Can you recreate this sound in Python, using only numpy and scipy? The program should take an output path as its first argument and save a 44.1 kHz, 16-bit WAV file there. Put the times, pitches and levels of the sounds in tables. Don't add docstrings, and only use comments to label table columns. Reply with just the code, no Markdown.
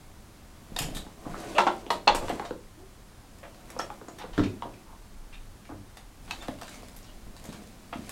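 import sys
import numpy as np
from scipy import signal
from scipy.fft import rfft, irfft, next_fast_len
from scipy.io import wavfile
from scipy.ndimage import uniform_filter1d

SR = 44100
rng = np.random.default_rng(int(sys.argv[2]) if len(sys.argv) > 2 else 0)


def digitize_waveform(pressure):
    field = np.atleast_2d(pressure).T
    bounded = np.clip(field, -1, 1)
    quanta = np.round(bounded * 32767).astype(np.int16)
    wavfile.write(sys.argv[1], SR, quanta)


N = 357651
AGE = np.arange(SR // 2) / SR

# start in seconds, level in dB,
# relative treble in dB, relative bass in dB, pitch of the struck spot in Hz, its t60 in seconds.
ROD_KNOCKS = [(0.7655, -36, -25, -11, 740, 0.022), (0.885, -45, -6, 0, 650, 0.11),
              (1.066, -47.5, -22, 1.5, 850, .05), (1.343, -37, -20, -25, 1350, 0.021),
              (1.581, -13.5, -12.5, -12, 1016, 0.021), (1.589, -20, -13, -17, 1357, 0.043),
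              (1.603, -20, -11, -17, 915, 0.064), (1.666, -21.5, -13.5, -3.5, 787, .04),
              (1.671, -18, -13, -28, 920, 0.043), (1.677, -24.5, -13, -27, 1383, .06),
              (1.684, -30, -16, -10, 834, .04), (1.865, -44.5, 0, 6, 895, 0.016),
              (1.9031, -20.5, -5.5, -9.5, 945, 0.063), (2.0725, -18.5, -19, -9, 780, 0.042),
              (2.0754, -15.5, -4, -22, 831, 0.065), (2.085, -21, -7, -25, 820, 0.044),
              (2.098, -27, -22, 0, 890, 0.057), (2.147, -25.5, -14, -4, 940, 0.041),
              (2.283, -34.5, -5, -9, 980, 0.1), (2.298, -32, -10, 3.5, 800, 0.054),
              (2.396, -31, -11, -3.5, 790, 0.042), (2.508, -34.5, -16, 3.5, 497, 0.023),
              (3.764, -37, -26, -4, 530, 0.022), (3.7936, -26, -31, -12, 1320, 0.029),
              (3.902, -34, -16, -23, 814, 0.048), (4.014, -44, -27, 0, 440, 0.023),
              (4.083, -42, -24, 2, 664, 0.028), (4.24, -42.5, -20, 3, 493, 0.024),
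              (4.379, -33.5, -5, -12, 1400, .035), (4.394, -31.5, -8, -15, 1305, 0.035),
              (4.622, -29.5, -13.5, -26, 949, .045), (4.632, -39.5, -13, -12, 740, 0.033),
              (6.483, -32.5, -11, -7, 617, 0.02), (6.621, -37.5, -14, -14, 640, 0.026),
              (6.831, -47, -31, -4, 640, 0.037), (7.452, -45, -11.5, -5, 620, 0.04),
              (7.93, -35, -22, -13, 1225, 0.026)]
# frequency in Hz, relative level in dB, t60 in seconds.
TUBE_MODES = [(205, -23, .12), (360, -18, .12), (595, -15, .11), (636, -12, .1), (735, -13, .07),
              (826, -3, .1), (909, -2, .1), (953, -4, .09), (1076, -4, .1), (1213, -12, .09),
              (1358, -9, .1), (1600, -15, .05), (1940, -10, .05), (2322, -15, .07), (2660, -3, .05),
              (2790, -8, .05), (3335, -10, .05), (3470, -12, .05), (4095, -15, .04), (4264, -13, .03)]
# frequency in Hz, relative level in dB.
CLATTER_SPECTRUM = [(120, -64), (370, -23), (600, -1.5), (900, 7), (1350, -4), (1700, -2.5), (2600, -10),
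                    (3500, -6.5), (4400, -13), (5200, -17), (8000, -24), (14000, -61)]
HARD_KNOCK_DB, CLATTER_T60_S, CONTACT_RISE_S = -16.5, 0.044, 0.0011
DOUBLINGS_PER_DB = 0.1368

def rod_knocks(spot_db, ring_db, bass_db, middle_db, treble_db):
    out = np.zeros(N)
    for start, db, treble, bass, hz, t60 in ROD_KNOCKS:
        stretch = 2 ** (DOUBLINGS_PER_DB * (db - HARD_KNOCK_DB))
        clatter = peak_one(coloured(noise(len(AGE)), CLATTER_SPECTRUM) * dying(CLATTER_T60_S * stretch))
        spot = from_db(spot_db) * peak_one(np.sin(2 * np.pi * hz * AGE) * dying(t60))
        tube = from_db(ring_db + db) * struck(TUBE_MODES, vary_db=1.5)
        blow = (clatter + spot + tube) * rising(CONTACT_RISE_S * stretch)
        low = from_db(bass + bass_db) * peak_one(band(blow, [160, 440], "band", order=4))
        middle = from_db(middle_db) * peak_one(band(blow, [490, 1650], "band", order=3))
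        top_hz = np.clip(7400 * 2 ** (-0.5 * treble), SR / 15, SR / 3)
        bright = band(band(blow, 2110, "high", order=5), top_hz, "low", order=4)
        high = from_db(treble + treble_db) * peak_one(bright)
        add(out, start, from_db(db) * (low + middle + high))
    return out


# start in seconds, level in dB, pitch in Hz, t60 in seconds.
EYELET_CLINKS = [(0.7655, -30.5, 3670, 0.01), (0.967, -48, 3880, .16), (1.582, -23, 2680, 0.05),
                 (1.904, -34, 4270, 0.045), (2.0771, -21, 2655, 0.058), (2.0765, -18.5, 4264, 0.034),
                 (3.79, -38, 5240, 0.033), (3.799, -47, 3290, 0.17), (3.813, -42, 5500, 0.11),
                 (6.3088, -32.5, 2580, 0.052)]

def clinks(rise_s, chatter_db, chatter_hz):
    out = np.zeros(N)
    for start, db, hz, t60 in EYELET_CLINKS:
        chatter = from_db(chatter_db) * rms_one(band(noise(len(AGE)), chatter_hz, "low"))
        ring = np.sin(2 * np.pi * hz * AGE) + chatter * np.cos(2 * np.pi * hz * AGE)
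        add(out, start, from_db(db) * peak_one(ring * dying(t60) * rising(rise_s)))
    return out


# start in seconds, level in dB, pitch in Hz.
WALL_BUMPS = [(0.717, -40.5, 174), (0.806, -37, 133), (0.843, -38.5, 155), (0.884, -39, 190),
              (0.957, -38, 168), (1.262, -30.5, 287), (1.297, -40.5, 176), (1.385, -41, 340),
              (1.458, -38, 352), (1.759, -48, 178), (1.951, -42, 277), (2.08, -35.5, 240),
              (2.221, -32, 343), (2.325, -32, 322), (4.378, -15.5, 364), (4.397, -22, 265),
              (4.414, -26, 293), (4.45, -31, 233), (4.478, -43, 223), (4.648, -34.5, 382),
              (4.675, -41, 315), (5.693, -39, 335), (5.721, -36.5, 343), (5.752, -42.5, 314),
              (6.485, -30.5, 258), (7.264, -45.5, 226), (7.487, -36, 203), (7.616, -44, 213),
              (7.955, -34.5, 252), (7.989, -38.5, 211)]
# frequency in Hz, relative level in dB, t60 in seconds.
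PANEL_MODES = [(97, -9, .22), (122, -11, .1), (199, -9, .17), (273, -9, .14), (296, -7, .15), (360, 0, .14),
               (408, -9, .12), (474, -15, .1)]
# frequency in Hz, relative level in dB.
THUD_SPECTRUM = [(40, -4), (95, -7.5), (200, -5), (330, 6.5), (480, -4), (800, -11.5), (1500, -25),
                 (3000, -46)]
THUD_T60_S, SOFT_THUD_HZ, WALL_RING_DB = 0.036, 203, -18.5
DEEP_DB_PER_OCTAVE, WALL_DB_PER_OCTAVE = -9, 17.5

def bumps(tone_db, body_db, deep_db, rise_s):
    out = np.zeros(N)
    for start, db, hz in WALL_BUMPS:
        firmness = np.log2(hz / SOFT_THUD_HZ)
        thud = peak_one(coloured(noise(len(AGE)), THUD_SPECTRUM) * dying(THUD_T60_S))
        tone = from_db(tone_db) * peak_one(np.sin(2 * np.pi * hz * AGE) * dying(THUD_T60_S))
        boom = from_db(WALL_RING_DB + WALL_DB_PER_OCTAVE * firmness) * struck(PANEL_MODES, vary_db=4.0)
        blow = (thud + tone + boom) * rising(rise_s)
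        deep_gain = from_db(deep_db + DEEP_DB_PER_OCTAVE * firmness)
        deep = deep_gain * peak_one(band(blow, 218, "low", order=5))
        body = from_db(body_db) * peak_one(band(blow, 224, "high", order=4))
        add(out, start, from_db(db) * (deep + body))
    return out


# start in seconds, level in dB, relative top treble in dB,
# pitch of the taut cloth in Hz, relative level of that resonance in dB, t60 of the pull in seconds.
CLAW_SNAGS = [(0.7634, -35, -9, 4630, -6, 0.014), (0.7865, -33.5, 1, 4380, -11, 0.034),
              (0.7965, -52, -5, 7000, -18, 0.023), (0.8169, -37.5, -4, 6900, -26, 0.07),
              (0.947, -45.5, 0.5, 3700, 7, 0.17), (0.967, -40, -5.5, 3750, -9, 0.056),
              (1.4, -54, 0, 6000, -15, .1), (1.582, -27.5, -19.5, 1980, 0, 0.038),
              (1.903, -39, -7.5, 4220, -22, 0.16), (2.147, -33, -5, 7500, -24, 0.11),
              (2.294, -39.5, -8.5, 2300, -13, 0.0062), (2.45, -43.5, -20, 3720, -21, 0.072),
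              (3.385, -58, -2, 5000, -12, .02), (3.545, -56, -10, 4500, -14, 0.022),
              (3.702, -46, -3, 4430, -21, 0.015), (3.79, -43, -3, 6400, 4, 0.0096),
              (3.796, -36.5, -14, 1850, -1, 0.051), (4.083, -51.5, -6, 7060, 8, 0.022),
              (4.184, -46, -8, 3670, -17, 0.062), (4.33, -48, -25, 3020, -11, 0.35),
              (4.378, -38, -37, 1690, 0, 0.21), (4.435, -38.5, -34, 2400, -6, 0.076),
              (4.736, -54.5, -24, 2400, 3, 0.053), (5.326, -50.5, -22, 2560, 6, 0.14),
              (5.341, -52, -25, 3560, -3, 0.045), (5.648, -53.5, -21, 2360, -1, .12),
              (5.97, -45, -9.5, 3480, -13, 0.035), (6.3088, -32, -15, 4300, -11.5, 0.013),
              (6.422, -44.5, -12, 2580, -20, 0.096), (6.481, -44, -11, 1830, 1, 0.031),
              (6.586, -53, -14, 3000, -8, .01), (6.613, -42.5, -9, 4690, -16, 0.025),
              (6.623, -60, -9, 4000, -19, 0.014), (6.632, -46, -8, 3000, -23, .012),
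              (6.679, -45, -12, 7300, -15, .03), (6.694, -50, -4, 7000, -17, .015),
              (6.741, -50.5, -7, 6100, -10, 0.047), (6.884, -53, -2, 5030, -12, 0.012),
              (6.963, -55, 5, 12500, 15, 0.045), (7.027, -57.5, -8.5, 6700, 5, .05),
              (7.365, -50, -7, 3950, -7, 0.012), (7.44, -50.5, -2, 6550, -23, 0.022),
              (7.454, -51, 1, 6500, -18, 0.016), (7.524, -47.5, -10, 5140, -27, 0.12),
              (8.093, -42, 1, 4840, -20.5, 0.0097)]
# frequency in Hz, relative level in dB.
THREAD_SPECTRUM = [(300, -8.5), (700, 4.5), (1400, 1.5), (2400, -3.5), (3700, -3), (6000, -9), (8200, -12),
                   (12500, -17.5), (16000, -29)]

def claws(slips_per_s, pluck_db, rise_s, taut_q):
    out = np.zeros(N)
    for start, db, top_db, hz, taut_db, t60 in list(CLAW_SNAGS) + scratches():
        slips = grains(slips_per_s, spread_db=-1.0, count=len(AGE))
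        pull = peak_one(coloured(slips, THREAD_SPECTRUM) * dying(t60) * rising(rise_s))
        pull = pull + from_db(taut_db) * peak_one(resonance(pull, hz, hz / taut_q))
        pluck = from_db(pluck_db) * peak_one(band(pull, 7260, "low", order=4))
        snap = from_db(top_db) * peak_one(band(pull, 7300, "high", order=5))
        add(out, start, from_db(db) * (pluck + snap))
    return out


def scratches(per_s=9.1, resting_db=-10, mean_db=-59, spread_db=5, top_db=-9, taut_db=-8, t60=0.093):
    slack_hz, tight_hz = 2000, 6800
    effort = sum(efforts()) - from_db(resting_db)
    starts = np.flatnonzero(rng.random(N) < per_s * effort / SR) / SR
    size, tension = rng.random((len(starts), 2)).T
    levels = mean_db + spread_db * (2 * size - 1)
    pitches = slack_hz * (tight_hz / slack_hz) ** tension
    return [(start, db, top_db, hz, taut_db, t60) for start, db, hz in zip(starts, levels, pitches)]


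# start in seconds, level in dB, t60 in seconds.
EYELET_SKIDS = [(0.788, -29.5, 0.03), (0.816, -43.5, 0.32)]
# frequency in Hz, width in Hz, relative level in dB.
EYELET_RESONANCES = [(2890, 1000, 1), (5080, 190, -4), (6870, 280, -3), (9400, 410, -6), (10100, 400, -7),
                     (11800, 810, -6)]

def skids(slips_per_s, rise_s):
    out = np.zeros(N)
    for start, db, t60 in EYELET_SKIDS:
        slips = grains(slips_per_s, spread_db=-5.0, count=len(AGE))
        zing = sum(from_db(level) * ringing(slips, hz, width) for hz, width, level in EYELET_RESONANCES)
        add(out, start, from_db(db) * peak_one(zing * dying(t60) * rising(rise_s)))
    return out


# start in seconds, length in seconds, level in dB,
# pitch of the resonance in Hz, upper edge of the rasp in Hz.
PAW_SCUFFS = [(0.773, 0.07, -47, 1720, 3000), (1.253, 0.034, -43.5, 623, 1310),
              (1.337, 0.03, -46, 1210, 1750), (1.431, 0.014, -49.5, 1100, 2200),
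              (1.551, 0.041, -40, 2450, 3340), (2.205, .05, -39, 585, 960), (2.294, 0.02, -35, 730, 2380),
              (2.419, 0.023, -45, 910, 1600), (2.442, 0.016, -41, 576, 1000),
              (3.43, 0.027, -45.5, 645, 2480), (3.89, 0.04, -59, 900, 1810),
              (4.085, 0.017, -52.5, 880, 1670), (4.196, 0.029, -43.5, 910, 3750),
              (4.233, 0.031, -46, 826, 1390), (4.642, 0.036, -46, 620, 1100),
              (5.691, 0.033, -46, 610, 1410), (6.277, 0.032, -50.5, 810, 3500),
              (6.414, 0.039, -51, 660, 2200), (6.712, 0.058, -53.5, 2280, 10100),
              (7.061, 0.047, -61, 2920, 4500), (7.525, 0.032, -65, 1520, 9000),
              (7.927, 0.014, -37.5, 780, 3080)]

def scuffs(slips_per_s, width_hz, rise_s, release_t60_s):
    out = np.zeros(N)
    for start, length, db, hz, edge_hz in PAW_SCUFFS:
        slips = grains(slips_per_s, spread_db=1.0, count=len(AGE))
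        rasp = rms_one(band(band(slips, edge_hz, "low", order=4), 275, "high"))
        body = ringing(slips, hz, width_hz)
        attack = np.minimum(AGE / rise_s, 1)
        release = from_db(-60 * np.maximum(AGE - length, 0) / release_t60_s)
        add(out, start, from_db(db) * attack * release * rms_one(rasp + body))
    return out


# time in seconds, pitch in Hz, level in dB.
CREAK_CURVES = [
    [(1.515, 330, -79), (1.535, 416, -59), (1.555, 573, -37), (1.576, 625, -24), (1.59, 620, -84)],
    [(2.74, 302, -88), (2.78, 314, -52), (2.81, 368, -46), (2.85, 389, -54), (2.90, 390, -83)],
    [(6.40, 3300, -90), (6.406, 3400, -50), (6.416, 3650, -46), (6.423, 3520, -49), (6.43, 3450, -90)],
]

def creak(curve, overtone_db, roughness):
    hz, db = in_time(curve)
    phase = 2 * np.pi * np.cumsum(hz) / SR
    tone = np.sin(phase) + from_db(overtone_db) * np.sin(2 * phase)
    grip = 1 + roughness * rms_one(band(noise(N), 65, "low"))
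    return (from_db(db) - from_db(db.min())) * grip * tone


# time in seconds, level in dB.
SLIDE_LEVEL = [(4.80, -96), (4.87, -62), (4.93, -50.5), (4.97, -60), (5.03, -94)]

def rod_slide(hz, width_hz):
    db, = in_time(SLIDE_LEVEL)
    return (from_db(db) - from_db(db.min())) * ringing(noise(N), hz, width_hz)


# time in seconds, effort in dB.
PERCH_EFFORT = [(0.5, -18), (0.86, -1), (1.14, -11.5), (1.3, 1), (1.56, 6.5), (1.8, -4), (2.05, -9.5),
                (2.27, 5.5), (2.46, -3), (2.62, -31), (3.25, -22), (3.82, -2.5), (4.03, -12), (4.45, -6.5),
                (5.1, -23.5), (6.1, -28)]
# time in seconds, effort in dB.
CLIMB_EFFORT = [(6.05, -59), (6.27, 2), (6.55, -3.5), (6.7, 2.5), (6.88, -4), (7.25, -9.5), (7.53, 1.5),
                (7.72, -7), (7.9, -7), (8.11, 7)]

def efforts():
    return from_db(in_time(PERCH_EFFORT)[0]), from_db(in_time(CLIMB_EFFORT)[0])


# frequency in Hz, relative level in dB.
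RUSTLE_SPECTRUM = [(880, -32), (1500, -7), (2410, 1.5), (2860, -4.5), (8570, -8), (12100, -15.5),
                   (16000, -48)]
RUB_SPECTRUM = [(130, -53), (200, -14), (361, 0), (429, -6.5), (772, -2.5), (866, -16), (963, -6),
                (2500, -28.5), (3250, -24.5), (5500, -120)]
FLAP_SPECTRUM = [(40, -30), (80, -15), (150, 0.5), (215, 6.5), (280, 1), (380, -23), (900, -27.5)]
PERCH_RUSTLE_DB, CLIMB_RUSTLE_DB = -62, -65
PERCH_RUB_DB, CLIMB_RUB_DB = -54, -64

def cloth(crackle_db, flap_db, flap_db_per_effort_db):
    perching, climbing = efforts()
    rustle = from_db(PERCH_RUSTLE_DB) * perching + from_db(CLIMB_RUSTLE_DB) * climbing
    rub = from_db(PERCH_RUB_DB) * perching + from_db(CLIMB_RUB_DB) * climbing
    sway = from_db(flap_db) * (perching + climbing) ** flap_db_per_effort_db
    fibres = rustle * coloured(grains(3000, spread_db=5.5, count=N), RUSTLE_SPECTRUM)
    crackle = rustle * from_db(crackle_db) * thread_snaps(per_s=35, spread_db=2.5)
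    folds = rub * coloured(grains(1200, spread_db=3.0, count=N), RUB_SPECTRUM)
    flaps = sway * coloured(noise(N), FLAP_SPECTRUM)
    return in_room(fibres + folds, wet_db=3.5) + crackle + flaps


# frequency in Hz, relative level in dB.
SNAP_SPECTRUM = [(900, -34), (2000, 7), (5000, 4), (11000, 5), (16000, -36)]

def thread_snaps(per_s, spread_db):
    return coloured(grains(per_s, spread_db, count=N), SNAP_SPECTRUM)


def rips(per_s, rip_db):
    _, climbing = efforts()
    return from_db(rip_db) * climbing * thread_snaps(per_s, spread_db=4.0)


# time of the crest in seconds, level in dB.
AIR_PUFFS = [(0.86, -40), (1.0, -44), (1.269, -46), (2.21, -39), (4.41, -41), (5.22, -43), (5.39, -44),
             (6.33, -45), (7.24, -41)]
# frequency in Hz, relative level in dB.
RUMBLE_SPECTRUM = [(10, -9), (26, 2.5), (45, -10.5), (80, -30), (250, -67)]

def air(half_puff_s, draught_db):
    t = np.arange(N) / SR
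    puffs = sum(from_db(db) * np.exp(-((t - crest) / half_puff_s) ** 2) for crest, db in AIR_PUFFS)
    return (from_db(draught_db) + puffs) * coloured(noise(N), RUMBLE_SPECTRUM)


# frequency in Hz, relative level in dB.
HISS_SPECTRUM = [(12, -26), (20, -3), (77, -12), (110, -10.5), (187, -27.5), (204, -20.5), (228, -36),
                 (310, -20.5), (337, -23), (422, -24.5), (678, -27), (1030, -27), (2670, -35.5),
                 (4540, -36.5), (10000, -39.5), (16000, -49)]

def room_hiss(db):
    return from_db(db) * coloured(noise(N), HISS_SPECTRUM)


# frequency in Hz, t60 in seconds.
ROOM_DECAY = [(100, 0.51), (400, 0.38), (1000, 0.21), (3000, 0.27), (8000, 0.22), (15000, 0.14)]

def in_room(x, wet_db, onset_s=0.003):
    edges = np.geomspace(50, 17000, 10)
    tail = np.zeros(len(AGE))
    for low, high in zip(edges, edges[1:]):
        t60 = at_hz(ROOM_DECAY, np.sqrt(low * high))
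        tail += band(noise(len(AGE)), [low, high], "band") * dying(t60)
    tail *= 1 - np.exp(-(AGE / onset_s) ** 2)
    tail /= np.sqrt(np.sum(tail ** 2))
    return x + from_db(wet_db) * signal.fftconvolve(x, tail)[:N]


def from_db(db):
    return 10 ** (np.asarray(db) / 20)


def rms_one(x):
    return x / np.sqrt(np.mean(x ** 2) + 1e-20)


def peak_one(x):
    return x / np.sqrt(uniform_filter1d(x ** 2, size=220, mode="constant").max() + 1e-20)


def in_time(rows):
    times, *columns = np.transpose(rows)
    return [np.interp(np.arange(N) / SR, times, column) for column in columns]


def at_hz(points, hz):
    frequencies, values = np.transpose(points)
    return np.interp(np.log(hz + 1e-3), np.log(frequencies), values)


def noise(count):
    return rng.standard_normal(count)


def grains(per_s, spread_db, count):
    sizes = from_db(spread_db * np.minimum(rng.exponential(1, count), 4))
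    return (rng.random(count) < per_s / SR) * sizes * rng.choice([-1, 1], count)


def coloured(x, spectrum):
    size = next_fast_len(len(x))
    hz = np.arange(size // 2 + 1) * SR / size
    return rms_one(irfft(rfft(x, size) * from_db(at_hz(spectrum, hz)), size)[:len(x)])


def band(x, hz, kind, order=2):
    return signal.sosfilt(signal.butter(order, hz, kind, fs=SR, output="sos"), x)


def resonance(x, hz, width_hz):
    return signal.lfilter(*signal.iirpeak(hz, hz / width_hz, fs=SR), x)


def ringing(x, hz, width_hz):
    return rms_one(resonance(resonance(x, hz, width_hz), hz, width_hz))


def rising(rise_s):
    return 1 - np.exp(-AGE / rise_s)


def dying(t60):
    return np.exp(-np.log(1000) * AGE / max(t60, .004))


def struck(modes, vary_db):
    ring = np.zeros(len(AGE))
    for k, (hz, db, t60) in enumerate(modes):
        strength = from_db(db + vary_db * rng.normal()) * (-1) ** k
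        ring += strength * dying(t60) * np.sin(2 * np.pi * hz * AGE)
    return peak_one(ring)


def add(track, start_s, sound):
    at = round(start_s * SR)
    track[at:at + len(sound)] += sound[:N - at]


def scene():
    knocks = rod_knocks(spot_db=-2.0, ring_db=6.5, bass_db=-0.5, middle_db=-0.5, treble_db=-3.0)
    paws = scuffs(slips_per_s=2500, width_hz=450, rise_s=0.00077, release_t60_s=0.029)
    rod = in_room(knocks + paws, wet_db=-5.0) + rod_slide(hz=930, width_hz=300)
    eyelets = in_room(clinks(rise_s=0.00056, chatter_db=-4.5, chatter_hz=328), wet_db=-14.0)
    creaks = sum(creak(curve, overtone_db=-11.0, roughness=0.3) for curve in CREAK_CURVES)
    thuds = bumps(tone_db=-1.0, body_db=-5.5, deep_db=-0.5, rise_s=0.0043)
    wall = in_room(thuds + creaks, wet_db=-6.5)
    catches = claws(slips_per_s=5000, pluck_db=0.5, rise_s=0.00094, taut_q=7)
    snags = in_room(catches + skids(slips_per_s=2700, rise_s=0.0018), wet_db=-2.5)
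    curtain = cloth(crackle_db=-4.5, flap_db=-54.0, flap_db_per_effort_db=0.26)
    curtain += rips(per_s=60, rip_db=-66.5)
    background = air(half_puff_s=0.099, draught_db=-57.5) + room_hiss(db=-51)
    return (rod + eyelets + wall + snags + curtain + background)[None]


def record(dry):
    return signal.sosfilt(signal.ellip(10, .1, 80, 15900, fs=SR, output="sos"), dry)


dry = scene()
out = record(dry)
digitize_waveform(out)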